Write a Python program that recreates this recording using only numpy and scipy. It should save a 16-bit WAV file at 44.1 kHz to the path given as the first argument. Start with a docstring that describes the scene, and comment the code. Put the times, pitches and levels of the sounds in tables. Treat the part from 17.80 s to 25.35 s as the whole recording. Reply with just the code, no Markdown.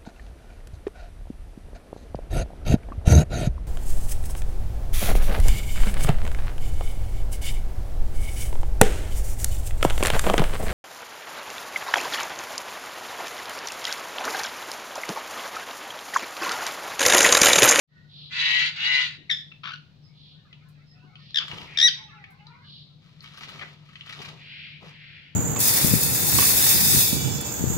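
"""A hard-walled room, with a parrot in a wire cage close to a stereo microphone.
The parrot's syrinx stutters out shrill squawks, gruff growls and one sharp yelp; its wings rustle and
flap, and its claws and beak ring the bars. From across the room, mostly as echo, come soft breathy
hisses and two long harsh rasps, the two sides of a syrinx beating against each other.
Far off, other birds whistle and one crows faintly, over the steady hum of a machine."""
import sys
import numpy as np
from scipy import signal
from scipy.fft import rfft, irfft, next_fast_len
from scipy.io import wavfile
from scipy.ndimage import uniform_filter1d

SR = 44100
rng = np.random.default_rng(int(sys.argv[2]) if len(sys.argv) > 2 else 0)


def generate_wav(sig):
    """Save sig (samples, or channels by samples) to the path in sys.argv[1] as 16-bit PCM at SR."""
    pcm = np.round(np.clip(np.atleast_2d(sig).T, -1, 1) * 32767).astype(np.int16)
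    wavfile.write(sys.argv[1], SR, pcm)


N = 332955
TIME = np.arange(N) / SR
TOP_HZ = 15750

# Levels in the tables are relative: each source's gain, filters and echo come after them.
# ring of the room: f/Hz, t60/s
ROOM_T60 = [(200, 0.13), (1500, 0.55), (3500, 0.56), (6000, 0.52), (14000, 0.1)]
# beak, cage and far side of the room at the two microphone ports: f/Hz, left minus right/dB, left lead/ms
BEAK_AT_MIC = [(1204, 10, 0.041), (1980, 8.5, 0.15), (3460, 9.5, 0.21), (4130, -5.5, 0.29), (6160, 7, 0.13),
               (9460, 10, 0.15)]
CAGE_AT_MIC = [(300, 7, 0.022), (4016, 4.5, 0.17)]
ACROSS_ROOM_AT_MIC = [(730, 14, 0.28), (5000, -12.5, -0.18)]
# rumble and hiss of the room: f/Hz, level/dB
ROOM_TONE = [(25, -19), (50, -17.5), (80, -8.5), (125, -1.5), (165, -2), (215, -12.5), (320, -23),
             (600, -27.5), (1500, -38.5), (2500, -34.5), (4200, -28), (6500, -46.5), (9000, -58.5),
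             (15000, -57.5)]

# distant whistles: t/s, length/s, first pitch/Hz, settled pitch/Hz, level/dB
FAR_WHISTLES = [(0.078, 0.21, 1927, 1877, -65), (0.094, 0.22, 1530, 1455, -69.5),
                (2.219, 0.072, 5390, 4940, -66), (3.056, 0.092, 5080, 5200, -62.5),
                (3.105, 0.25, 676, 743, -67), (3.117, 0.22, 1383, 1485, -68.5),
                (2.277, 0.064, 2160, 2306, -69.5), (4.59, 0.04, 2950, 2860, -63),
                (4.835, 0.06, 2960, 3010, -58), (4.925, 0.05, 3050, 2950, -61)]
# spells of distant chatter: start/s, end/s, level/dB
FAR_CHATTER = [(0, 8.9, -82), (2.5, 3.0, -71), (3.1, 3.45, -66), (4.15, 4.38, -57), (4.4, 4.85, -62.5)]
# course of one distant crowing call: t/s, pitch/Hz, level/dB
CROW_CURVE = [(4.12, 450, -70), (4.2, 440, -63), (4.3, 432, -68), (4.36, 425, -59), (4.41, 402, -54),
              (4.47, 396, -54), (4.53, 394, -60), (4.6, 402, -59), (4.65, 432, -60), (4.7, 478, -55.5),
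              (4.77, 492, -57), (4.85, 470, -63), (4.88, 460, -78)]
# throat of the crowing bird: f/Hz, level/dB
CROW_THROAT = [(450, -24), (750, 0), (950, -1), (1200, -12), (1450, -9), (1650, -12), (2000, -9),
               (2400, -13), (3000, -24)]

# hisses across the room: t/s, length/s, centre/Hz, nominal width/Hz, level/dB
HISSES = [(0.279, 0.26, 3710, 754, -51), (2.322, 0.26, 3640, 980, -58.5), (3.342, 0.25, 3680, 2320, -58.5),
          (3.83, 0.35, 2260, 613, -47), (4.81, 0.26, 3870, 800, -54), (6.539, 0.48, 2520, 1110, -47.5),
          (6.997, 0.57, 2340, 1020, -52.5)]
# two rasps, each arching in pitch and clearest near the top: t/s, level/dB, pitch/Hz, roughness/0-1
RASP_CURVES = [
    [(.497, -58, 880, .9), (.517, -38, 905, .95), (.565, -28.5, 960, .8), (.62, -24.5, 998, .72),
     (.7, -23.5, 1030, .6), (.765, -22.5, 1039, .42), (.83, -22.5, 1050, .7), (.88, -28, 1044, .7),
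     (.945, -44, 985, .9)],
    [(.93, -50, 900, .92), (.975, -33, 935, .9), (1.03, -26, 982, .8), (1.085, -23, 1006, .3),
     (1.16, -20, 1011, .16), (1.2, -22.5, 1006, .42), (1.25, -28, 992, .66), (1.3, -39, 955, .9),
     (1.37, -51.5, 900, 1)],
]
# throat of the rasping bird: f/Hz, level/dB
RASP_THROAT = [(400, -76), (800, -25.5), (1000, -22), (1200, -20.5), (1420, -10), (1650, -12.5), (1900, -6),
               (2300, -4), (2800, -2), (3300, -10), (3850, -10), (4500, -17), (5300, -32.5), (6000, -32),
               (6800, -36), (9500, -60.5), (15000, -64)]
# stereo balance of the rasps and their echo: f/Hz, left minus right/dB
RASP_BALANCE = [(700, 0.5), (1300, 5), (2400, 7), (3600, 1), (4700, -4.5), (5600, -8.5), (6600, 0),
                (9000, 2)]

# dull bumps, close by: t/s, ring/Hz, level/dB, t60/s
BUMPS = [(1.378, 288, -57.5, 0.27), (3.233, 220.6, -59, 0.15), (7.032, 475, -57.5, 0.2)]
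# quills flicking past a wire: t/s, level/dB
QUILL_FLICKS = [(2.885, -64), (3.784, -67), (4.503, -63.5), (5.424, -63), (5.576, -57), (5.688, -58),
                (6.29, -60), (6.425, -58)]
# claws and beak on the bars: t/s, peak/dB, ring/Hz
BAR_TICKS = [(2.7282, -38.5, 2940), (3.355, -37.5, 2920), (3.5054, -37.5, 4000), (3.714, -25.5, 2380),
             (3.7835, -25, 2900), (3.817, -29, 2800), (4.44, -35, 2300), (4.6679, -37, 4200),
             (5.406, -35, 4450), (5.459, -34, 2840), (5.6899, -32.5, 3480), (5.7942, -29, 2300),
             (6.0957, -42, 2400), (6.1554, -32, 2710), (6.2088, -26.5, 2900), (6.269, -35, 1250),
             (6.276, -34, 3000), (6.2965, -30, 2420), (6.3267, -34, 1500), (6.391, -34, 3300),
             (6.4455, -31, 2210)]
# wing flurries: t/s, attack/s, hold/s, release/s, feather rustle/dB, pushed air/dB
WING_FLURRIES = [(3.62, 0.023, 0.015, 0.034, -50.5, -56), (3.691, 0.017, 0.066, 0.15, -46, -46.5),
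                 (5.204, 0.03, 0.23, 0.16, -64, -88), (5.411, 0.029, 0.12, 0.041, -55.5, -69.5),
                 (5.555, 0.047, 0.076, 0.038, -61, -58.5), (5.657, 0.033, 0.084, 0.057, -51, -55.5),
                 (5.783, 0.014, 0.059, 0.12, -55, -57), (6.024, 0.079, 0.13, 0.041, -59, -87),
                 (6.223, 0.081, 0.097, 0.05, -51.5, -61), (6.367, 0.014, 0.12, 0.099, -54, -53),
                 (6.998, 0.029, 0.065, 0.026, -54.5, -55.5)]
# single wing flaps: t/s, fall time/s, level/dB
WING_FLAPS = [(3.68, 0.011, -39), (5.437, 0.015, -56), (5.571, .026, -45), (5.607, 0.034, -43),
              (5.632, 0.029, -44.5), (5.682, 0.018, -49), (6.26, 0.016, -50), (6.292, 0.011, -43),
              (6.321, 0.031, -43.5), (6.356, 0.017, -46), (6.4, 0.019, -47.5), (6.415, 0.019, -40),
              (6.448, 0.024, -42), (6.479, 0.023, -46.5)]
# spectra of scraping feathers and of the air the wings push: f/Hz, level/dB
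FEATHERS = [(350, -40.5), (600, -28.5), (1200, 7), (1340, 7), (1430, 1.5), (2010, 5), (3520, 6),
            (4810, -0.5), (8180, -18), (14100, -26), (15500, -38.5)]
WING_AIR = [(60, -11.5), (150, 2), (300, -7), (600, -10), (1000, -8.5), (2000, -49)]

# the parrot's throat and open beak: f/Hz, level/dB
BEAK = [(600, -39), (1200, -5), (1900, -1), (2700, 4), (3500, 3.5), (3900, 0.5), (5200, -10), (5800, -15),
        (6500, -23.5), (7000, -28), (7700, -47), (9600, -35), (11500, -50), (15500, -75.5)]
# growls: t/s, length/s, first pitch/Hz, last pitch/Hz, level/dB, fundamental/dB, upper harmonics/dB,
# roughness, throb/dB
GROWLS = [(1.715, 0.013, 1414, 1370, -44, -10, -13.5, 0.47, 1),
          (1.832, 0.082, 1325, 1248, -36.5, 9.5, 0, 0.88, 3),
          (1.957, 0.0053, 1396, 1270, -46, -14, 10, 0.77, -7),
          (3.595, 0.046, 1330, 1233, -37.5, 5, -4, 1.25, 1.5),
          (5.81, 0.03, 561.5, 570, -36, 24.5, -29.5, 0.66, 1)]
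# course of the yelp: t/s, level/dB, pitch/Hz, roughness/0-1, fundamental/dB
YELP_CURVE = [(1.493, -43, 2200, .04, 15), (1.4995, -24, 2150, .06, 13), (1.502, -21, 1800, .45, 1),
              (1.5055, -21, 1900, .35, 4), (1.508, -31, 1900, .25, 0), (1.513, -18.5, 1810, .22, -9),
              (1.518, -23.5, 1745, .24, -8), (1.528, -25, 1770, .2, -8), (1.543, -35, 1750, .18, -9),
              (1.548, -27, 1770, .12, -14), (1.552, -41, 1750, .2, -12), (1.565, -38, 1745, .2, -12),
              (1.59, -41, 1735, .2, -12), (1.625, -50, 1700, .2, -12)]
# squawks: t/s, length/s, loudest after/s, level/dB, swell/(dB/s), held pitch/Hz, final sag/Hz,
# stutter rate/Hz, stutters for/s, fundamental/dB, upper harmonics/dB
SQUAWKS = [(1.915, 0.04, 0.015, -33.5, 328, 1618, 342, 56.2, .08, 8, 1.5),
           (3.543, 0.05, 0.028, -17, 231.5, 1844, 173, 76.9, .08, -8.5, 2),
           (3.972, .121, 0.0741, -12, 74.5, 1921, 568, 77, 0.0571, -8, 7.5)]


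def amp(db):
    """Decibels to gain."""
    return 10 ** (np.asarray(db) / 20)


def unit(x):
    """Scale to an rms of one."""
    return x / np.sqrt(np.mean(x ** 2) + 1e-18)


def add(out, s, sound):
    """Mix a short sound in at s seconds."""
    start = int(s * SR)
    out[start:start + len(sound)] += sound[:N - start]


def phase_of(hz):
    """Running phase of a changing frequency, in radians."""
    return 2 * np.pi * np.cumsum(hz, axis=-1) / SR


def lookup(points, hz):
    """Read (f/Hz, value) points on a log-frequency axis."""
    f, value = np.transpose(points)
    return np.interp(np.log(hz + 1e-9), np.log(f), value)


def shape(x, response):
    """Filter by a gain that is a function of frequency."""
    size = next_fast_len(x.shape[-1] + 2048, True)
    f = np.fft.rfftfreq(size, 1 / SR) + 0.0013  # never exactly zero
    return irfft(rfft(x, size) * response(f), size)[..., :x.shape[-1]]


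def colour(x, points):
    """Filter by (f/Hz, level/dB) points."""
    return shape(x, lambda f: amp(lookup(points, f)))


def resonance(f, hz, width):
    """Response of two like resonances in series, gain one at the centre."""
    return 1 / (1 + 1j * (f ** 2 - hz ** 2) / (f * width)) ** 2


def walk(rate, size=N):
    """Smooth random drift of unit spread that changes about rate times a second."""
    return unit(shape(rng.standard_normal(size), lambda f: 1 / (1 + (f / rate) ** 4)))


def pan(db):
    """Left and right gains for a level difference."""
    return amp(np.array([[1], [-1]]) * db / 2)


def microphone(x, position):
    """Direct sound reaches one microphone port earlier and louder than the other."""
    table = np.array(position)
    balance, lead_ms = table[:, [0, 1]], table[:, [0, 2]]

    def response(f):
        delay_s = np.array([[0], [1]]) * lookup(lead_ms, f) / 1000
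        return pan(lookup(balance, f)) * np.exp(-2j * np.pi * f * delay_s)
    return shape(x, response)


def room(x, early, early_s, first_s=0.0015):
    """Diffuse echo: near surfaces answer first, then the walls ring on, the treble dying soonest."""
    t, edges = TIME[:SR], np.geomspace(100, 16000, 9)
    tail, noise = 0, rng.standard_normal((2, SR))
    for low, high in zip(edges, edges[1:]):
        band = shape(noise, lambda f: (f >= low) & (f < high))
        tail = tail + band * amp(-60 * t / lookup(ROOM_T60, np.sqrt(low * high)))
    tail = unit(tail * (t > first_s) * (1 + early * np.exp(-t / early_s))) / np.sqrt(SR)
    return signal.fftconvolve(x[None], tail, axes=1)[:, :N]


def room_tone(air_db=-55.5, hum_db=-55.5, hum_hz=149):
    """A machine's wavering hum over low rumble and faint hiss; the bass is alike at both ports."""
    mid, side = (colour(rng.standard_normal(N), ROOM_TONE) for _ in range(2))
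    side = shape(side, lambda f: lookup([(100, 0.32), (300, 0.58), (1000, 0.84)], f))
    air = unit(mid + side * np.array([[1], [-1]])) * amp(air_db + 0.27 * walk(2.1))
    phase = phase_of(hum_hz * (1 + .012 * walk(14)))
    hum = unit((np.sin(phase) + amp(-26) * np.sin(2 * phase)) * amp(2.6 * walk(10)))
    return shape(air + amp(hum_db) * hum, lambda f: pan(lookup([(200, 5), (1000, 1.6), (4000, 1)], f)))


def far_birds(chirps_per_s=70, glide_s=0.041):
    """Wavering whistles over scattered chirps, so far off that only their echo reaches the microphone."""
    out, waver, flicker = np.zeros(N), 1 + .024 * walk(220), amp(2.5 * walk(30))
    chirps = []
    for start_s, end_s, db in FAR_CHATTER:
        count = round((end_s - start_s) * chirps_per_s)
        for when, length, pitch, bend, faintness in rng.random((count, 5)):
            s, hz = start_s + when * (end_s - start_s), 900 * 3.2 ** pitch
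            chirps.append((s, 0.04 + 0.017 * length, hz, hz * (.8 + 0.32 * bend), db - 6 * faintness))
    for s, length, first_hz, settled_hz, db in FAR_WHISTLES + chirps:
        span = slice(int(s * SR), int((s + length) * SR))
        t = TIME[span] - s
        progress = np.clip(t / length, 0, 1)
        swell = 2 * np.sqrt(progress * (1 - progress))
        hz = settled_hz + (first_hz - settled_hz) * np.exp(-t / glide_s)
        out[span] += amp(db) * swell * unit(np.sin(phase_of(hz * waver[span])))
    return room(out * flicker, early=6.3, early_s=0.039)


def far_crowing(waver=.02, flicker_db=2.5):
    """A distant bird holds one hoarse note, then steps up and lets it go; it arrives mostly as echo."""
    s, pitch, db = np.transpose(CROW_CURVE)
    hz = np.interp(TIME, s, pitch) * (1 + waver * walk(70))
    phase = phase_of(hz)
    note = sum(amp(lookup(CROW_THROAT, k * hz)) * np.sin(k * phase) for k in range(1, 8))
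    note *= amp(np.interp(TIME, s, db) + flicker_db * walk(25)) * (TIME > s[0]) * (TIME < s[-1])
    return amp(-7) * microphone(note, CAGE_AT_MIC) + amp(-1) * room(note, early=8, early_s=.015)


def hisses():
    """Across the room, voiceless air swells and fades through one throat resonance."""
    out, air = np.zeros(N), rng.standard_normal(N) * amp(1.5 * walk(58))
    for s, length, hz, width, db in HISSES:
        def throat(f):
            return resonance(f, hz, 1.64 * width) / (1 + (f / 5100) ** 14 + (0.59 * hz / f) ** 8)
        span = slice(int(s * SR), int((s + length) * SR))
        swell = np.sin(np.pi * np.clip((TIME[span] - s) / length, 0, 1))
        out[span] += amp(db) * swell * unit(shape(air[span], throat))
    direct = amp(2) * microphone(out, ACROSS_ROOM_AT_MIC)
    return (direct + room(out, early=3.7, early_s=0.001)) * pan(4.1)


def rasp(curve, lower_ratio=.864, flutter_ratio=.389, waver=.011, jitter=.044, scatter=.9):
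    """The two sides of the syrinx beat and flutter, giving a thicket of sum tones that blur into noise."""
    s, *controls = np.transpose(curve)
    on = (TIME > s[0]) & (TIME < s[-1])
    db, pitch, rough = (np.interp(TIME[on], s, control) for control in controls)
    n, rough = len(db), np.clip(rough, .15, 1)
    pitch = pitch * (1 + waver * rough * walk(18, n))
    upper, lower, flutter = (phase_of(ratio * pitch * (1 + jitter * rough * walk(270, n)))
                             for ratio in (1, lower_ratio, flutter_ratio))
    beat = lower - upper  # each side opens once a cycle and both throttle the same air
    octave_db = 14 * np.maximum(.75 - rough, 0)  # the octave stands out as the voice clears
    tones = 0
    for k in range(1, 8):
        phase = k * upper + scatter * max(k - 2, 0) * walk(150, n)  # high overtones scatter into noise
        partials = np.cos(phase) + np.cos(phase + beat) * amp(-1.5 * (k == 1))
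        partials += (k > 2) * .5 * np.cos(phase + 2 * beat)
        tones = tones + partials * amp(octave_db * (k == 2))
    pulses = np.cos(flutter) + 0.92 * np.cos(2 * flutter + 1)
    tones = unit(tones * (1 + 0.98 * np.sqrt(rough) * pulses))
    puffs = rng.standard_normal(n) * (1 + np.cos(flutter)) * amp(2 * walk(70, n))
    breath = shape(puffs, lambda f: np.clip(f / 2500, 0.12, 1.6))
    voice = colour(tones + amp(-2.5) * 2 * rough * breath, RASP_THROAT)
    body = shape(voice, lambda f: f < 3300)
    treble = unit(voice - body) * amp(-1 - 2.5 * rough + 1.5 * walk(25, n))  # flickers, duller if rough
    steady_body = body / np.sqrt(uniform_filter1d(body ** 2, SR // 100) + 1e-12)
    out = np.zeros(N)
    out[on] = (steady_body + treble) * amp(db)
    return out


def rasps_across_room(head_turns_per_s=1.3):
    """The long rasps reach the microphone mostly as echo, whose colour shifts as the head turns."""
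    voice = sum(rasp(curve) for curve in RASP_CURVES)
    turn = 2 * np.pi * head_turns_per_s * TIME
    echo = sum(room(voice * facing, early=19, early_s=0.008, first_s=0.0008)
               for facing in (np.cos(turn), np.sin(turn)))
    heard = amp(-8.5) * microphone(voice, ACROSS_ROOM_AT_MIC) + amp(-2.5) * echo
    return shape(heard, lambda f: pan(lookup(RASP_BALANCE, f)))


def bumps():
    """Soft, low knocks, each a narrow band of noise dying away."""
    out, noise = np.zeros(N), rng.standard_normal(N)
    for s, hz, db, t60 in BUMPS:
        span = slice(int(s * SR), int((s + t60) * SR))
        t = TIME[span] - TIME[span][0]
        fade = np.minimum(t / .01, 1) * amp(-60 * t / t60)
        out[span] += amp(db + 9) * fade * unit(shape(noise[span], lambda f: resonance(f, hz, width=110)))
    return out


def quill_flicks(attack_s=0.0013, decay_s=0.013):
    """A stiff quill slips off a wire with a brief, very high swish."""
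    out, t = np.zeros(N), TIME[:4096]
    for s, db in QUILL_FLICKS:
        swish = unit(shape(rng.standard_normal(len(t)), lambda f: resonance(f, hz=10820, width=9900)))
        add(out, s, amp(db) * swish * np.minimum(t / attack_s, 1) * np.exp(-t / decay_s))
    return out


def bar_ticks(t60=.021, crack_db=-21, top_hz=6040):
    """Each touch cracks and rings the wire; claws and beak are too soft to crack much above top_hz."""
    out, t = np.zeros(N), TIME[:4096]
    for s, db, hz in BAR_TICKS:
        ring_noise, crack_noise = rng.standard_normal((2, len(t)))
        ring = unit(shape(ring_noise, lambda f: resonance(f, hz, width=1100))) * amp(-60 * t / t60)
        crack = unit(colour(crack_noise, FEATHERS)) * np.exp(-t / 0.0065)
        tick = (ring + amp(crack_db) * crack) * np.minimum(t / 0.00041, 1)
        add(out, s, amp(db) * tick / np.abs(tick).max())
    return shape(out, lambda f: 1 / (1 + (f / top_hz) ** 6))


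def wings(grain_db=3.5, uneven_db=2.4, flap_attack_s=.003):
    """Feathers scrape each other and the wires in dense grains; flaps swish and strokes push air."""
    grains = rng.standard_normal(N) * amp(grain_db * walk(1400) + uneven_db * walk(90))
    rustle = unit(colour(grains, FEATHERS))
    air = unit(colour(rng.standard_normal(N) * amp(3 * walk(50)), WING_AIR))
    out = np.zeros(N)
    for s, attack_s, hold_s, release_s, rustle_db, air_db in WING_FLURRIES:
        rise = np.clip((TIME - s) / attack_s, 0, 1)
        fall = np.exp(-np.maximum(TIME - s - attack_s - hold_s, 0) / release_s)
        out += rise * fall * (amp(rustle_db) * rustle + amp(air_db) * air)
    for s, fall_s, db in WING_FLAPS:
        peak_s = s + flap_attack_s
        out += amp(db) * rustle * np.interp(TIME, [s, peak_s, peak_s + fall_s], [0, 1, 0])
    return out


def syrinx(pitch, rough, fundamental_db, upper_db, jitter=0.16, shimmer=.4, edge_s=.003):
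    """One note through the open beak's resonance; roughness shakes pitch and level and adds air."""
    n, harmonic = len(pitch), np.arange(1, 13)[:, None]
    hz = harmonic * pitch * (1 + jitter * rough * walk(480, n))
    boost_db = fundamental_db * (harmonic == 1) + upper_db * (harmonic > 2) * (hz > 2500)
    weights = amp(lookup(BEAK, hz) + boost_db) * (hz < TOP_HZ)
    tone = np.sum(weights * np.sin(phase_of(hz)), axis=0) / np.sqrt(np.sum(weights ** 2, axis=0) / 2)
    breath = amp(-7) * rough * unit(colour(rng.standard_normal(n), BEAK))
    from_edge_s = np.minimum(TIME[:n], TIME[:n][::-1])
    fade = np.sin(np.pi / 2 * np.minimum(from_edge_s / edge_s, 1)) ** 2
    return fade * (tone + breath) * np.exp(shimmer * rough * (np.tanh(walk(370, n)) - .5))


def growls(droop_db=6, throb_hz=57, top_hz=6630):
    """Slack, low, chaotic notes that throb and slide, drooping at both ends, without the shrill top."""
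    out = np.zeros(N)
    for s, length, first_hz, last_hz, db, fundamental_db, upper_db, rough, throb_db in GROWLS:
        n = int(length * SR)
        droop = droop_db * np.linspace(-1, 1, n) ** 2
        throb = throb_db * np.cos(2 * np.pi * throb_hz * TIME[:n])
        note = syrinx(np.linspace(first_hz, last_hz, n), rough, fundamental_db, upper_db)
        add(out, s, amp(db - droop - throb) * note)
    return shape(out, lambda f: 1 / (1 + (f / top_hz) ** 16))


def yelp(tremble_depth=0.33, tremble_hz=233):
    """A pure high squeak breaks down into a lower, trembling note that dies away at once."""
    s, *controls = np.transpose(YELP_CURVE)
    out, t = np.zeros(N), np.arange(s[0], s[-1], 1 / SR)
    db, pitch, rough, fundamental_db = (np.interp(t, s, control) for control in controls)
    tremble = 1 + tremble_depth * np.sin(2 * np.pi * tremble_hz * (t - s[0]))
    add(out, s[0], amp(db) * tremble * syrinx(pitch, rough, fundamental_db, upper_db=1.5))
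    return out


def squawks(lock_s=0.024, sag_s=0.021, gap_db=-21, climb_hz_per_s=650, collapse_db_per_s2=4497):
    """The syrinx stutters, locks into a clear shriek if the call lasts, and sags as pressure runs out."""
    out = np.zeros(N)
    for (s, length, peak_s, db, swell_db_per_s, held_hz, sag_hz,
         stutter_hz, stutter_s, fundamental_db, upper_db) in SQUAWKS:
        t = TIME[:int(length * SR)]
        stutter = np.clip((stutter_s - t) / lock_s + .5, 0, 1)
        open_share = np.minimum(0.48 + 7.5 * t, 1)  # the bursts grow ever longer
        burst = np.sin(np.pi * np.minimum(t * stutter_hz % 1 / open_share, 1))
        bend = 1 + stutter * (.025 - .125 * open_share * burst)  # lifts between bursts, dips within them
        sag = np.clip(1 - (length - t) / sag_s, 0, 1)
        pitch = (held_hz + climb_hz_per_s * (t - peak_s)) * bend - sag_hz * sag
        rough = .025 + .25 * np.maximum(stutter, sag)
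        gate = 1 - stutter * (1 - burst) * (1 - amp(gap_db))
        rising_db, falling_db = swell_db_per_s * (peak_s - t), collapse_db_per_s2 * (t - peak_s) ** 2
        pressure = amp(db - np.where(t < peak_s, rising_db, falling_db))
        add(out, s, pressure * gate * syrinx(pitch, rough, fundamental_db, upper_db))
    return out


def scene(beam_db=-15):
    """The parrot and its cage close to the microphone, the other birds and the machine behind."""
    voice = squawks() + yelp() + growls()
    # above beam_db the voice leaves the wide-open beak as a beam and stirs the room less
    spill = voice / np.sqrt(1 + uniform_filter1d(voice ** 2, SR // 200) / amp(beam_db) ** 2)
    parrot = microphone(voice, BEAK_AT_MIC) + amp(-7) * room(spill, early=3.5, early_s=.06)
    moves = wings() + bar_ticks() + quill_flicks() + bumps()
    cage = microphone(moves, CAGE_AT_MIC) + amp(-4.5) * room(moves, early=2, early_s=0.021)
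    return rasps_across_room() + parrot + hisses() + cage + far_birds() + far_crowing() + room_tone()


def record(dry):
    """The recorder fades in and cuts the top."""
    fade = np.interp(TIME, [.075, .18], [0, 1])
    return signal.sosfilt(signal.ellip(8, .2, 70, TOP_HZ, fs=SR, output="sos"), dry * fade)


dry = scene()
out = record(dry)
generate_wav(out)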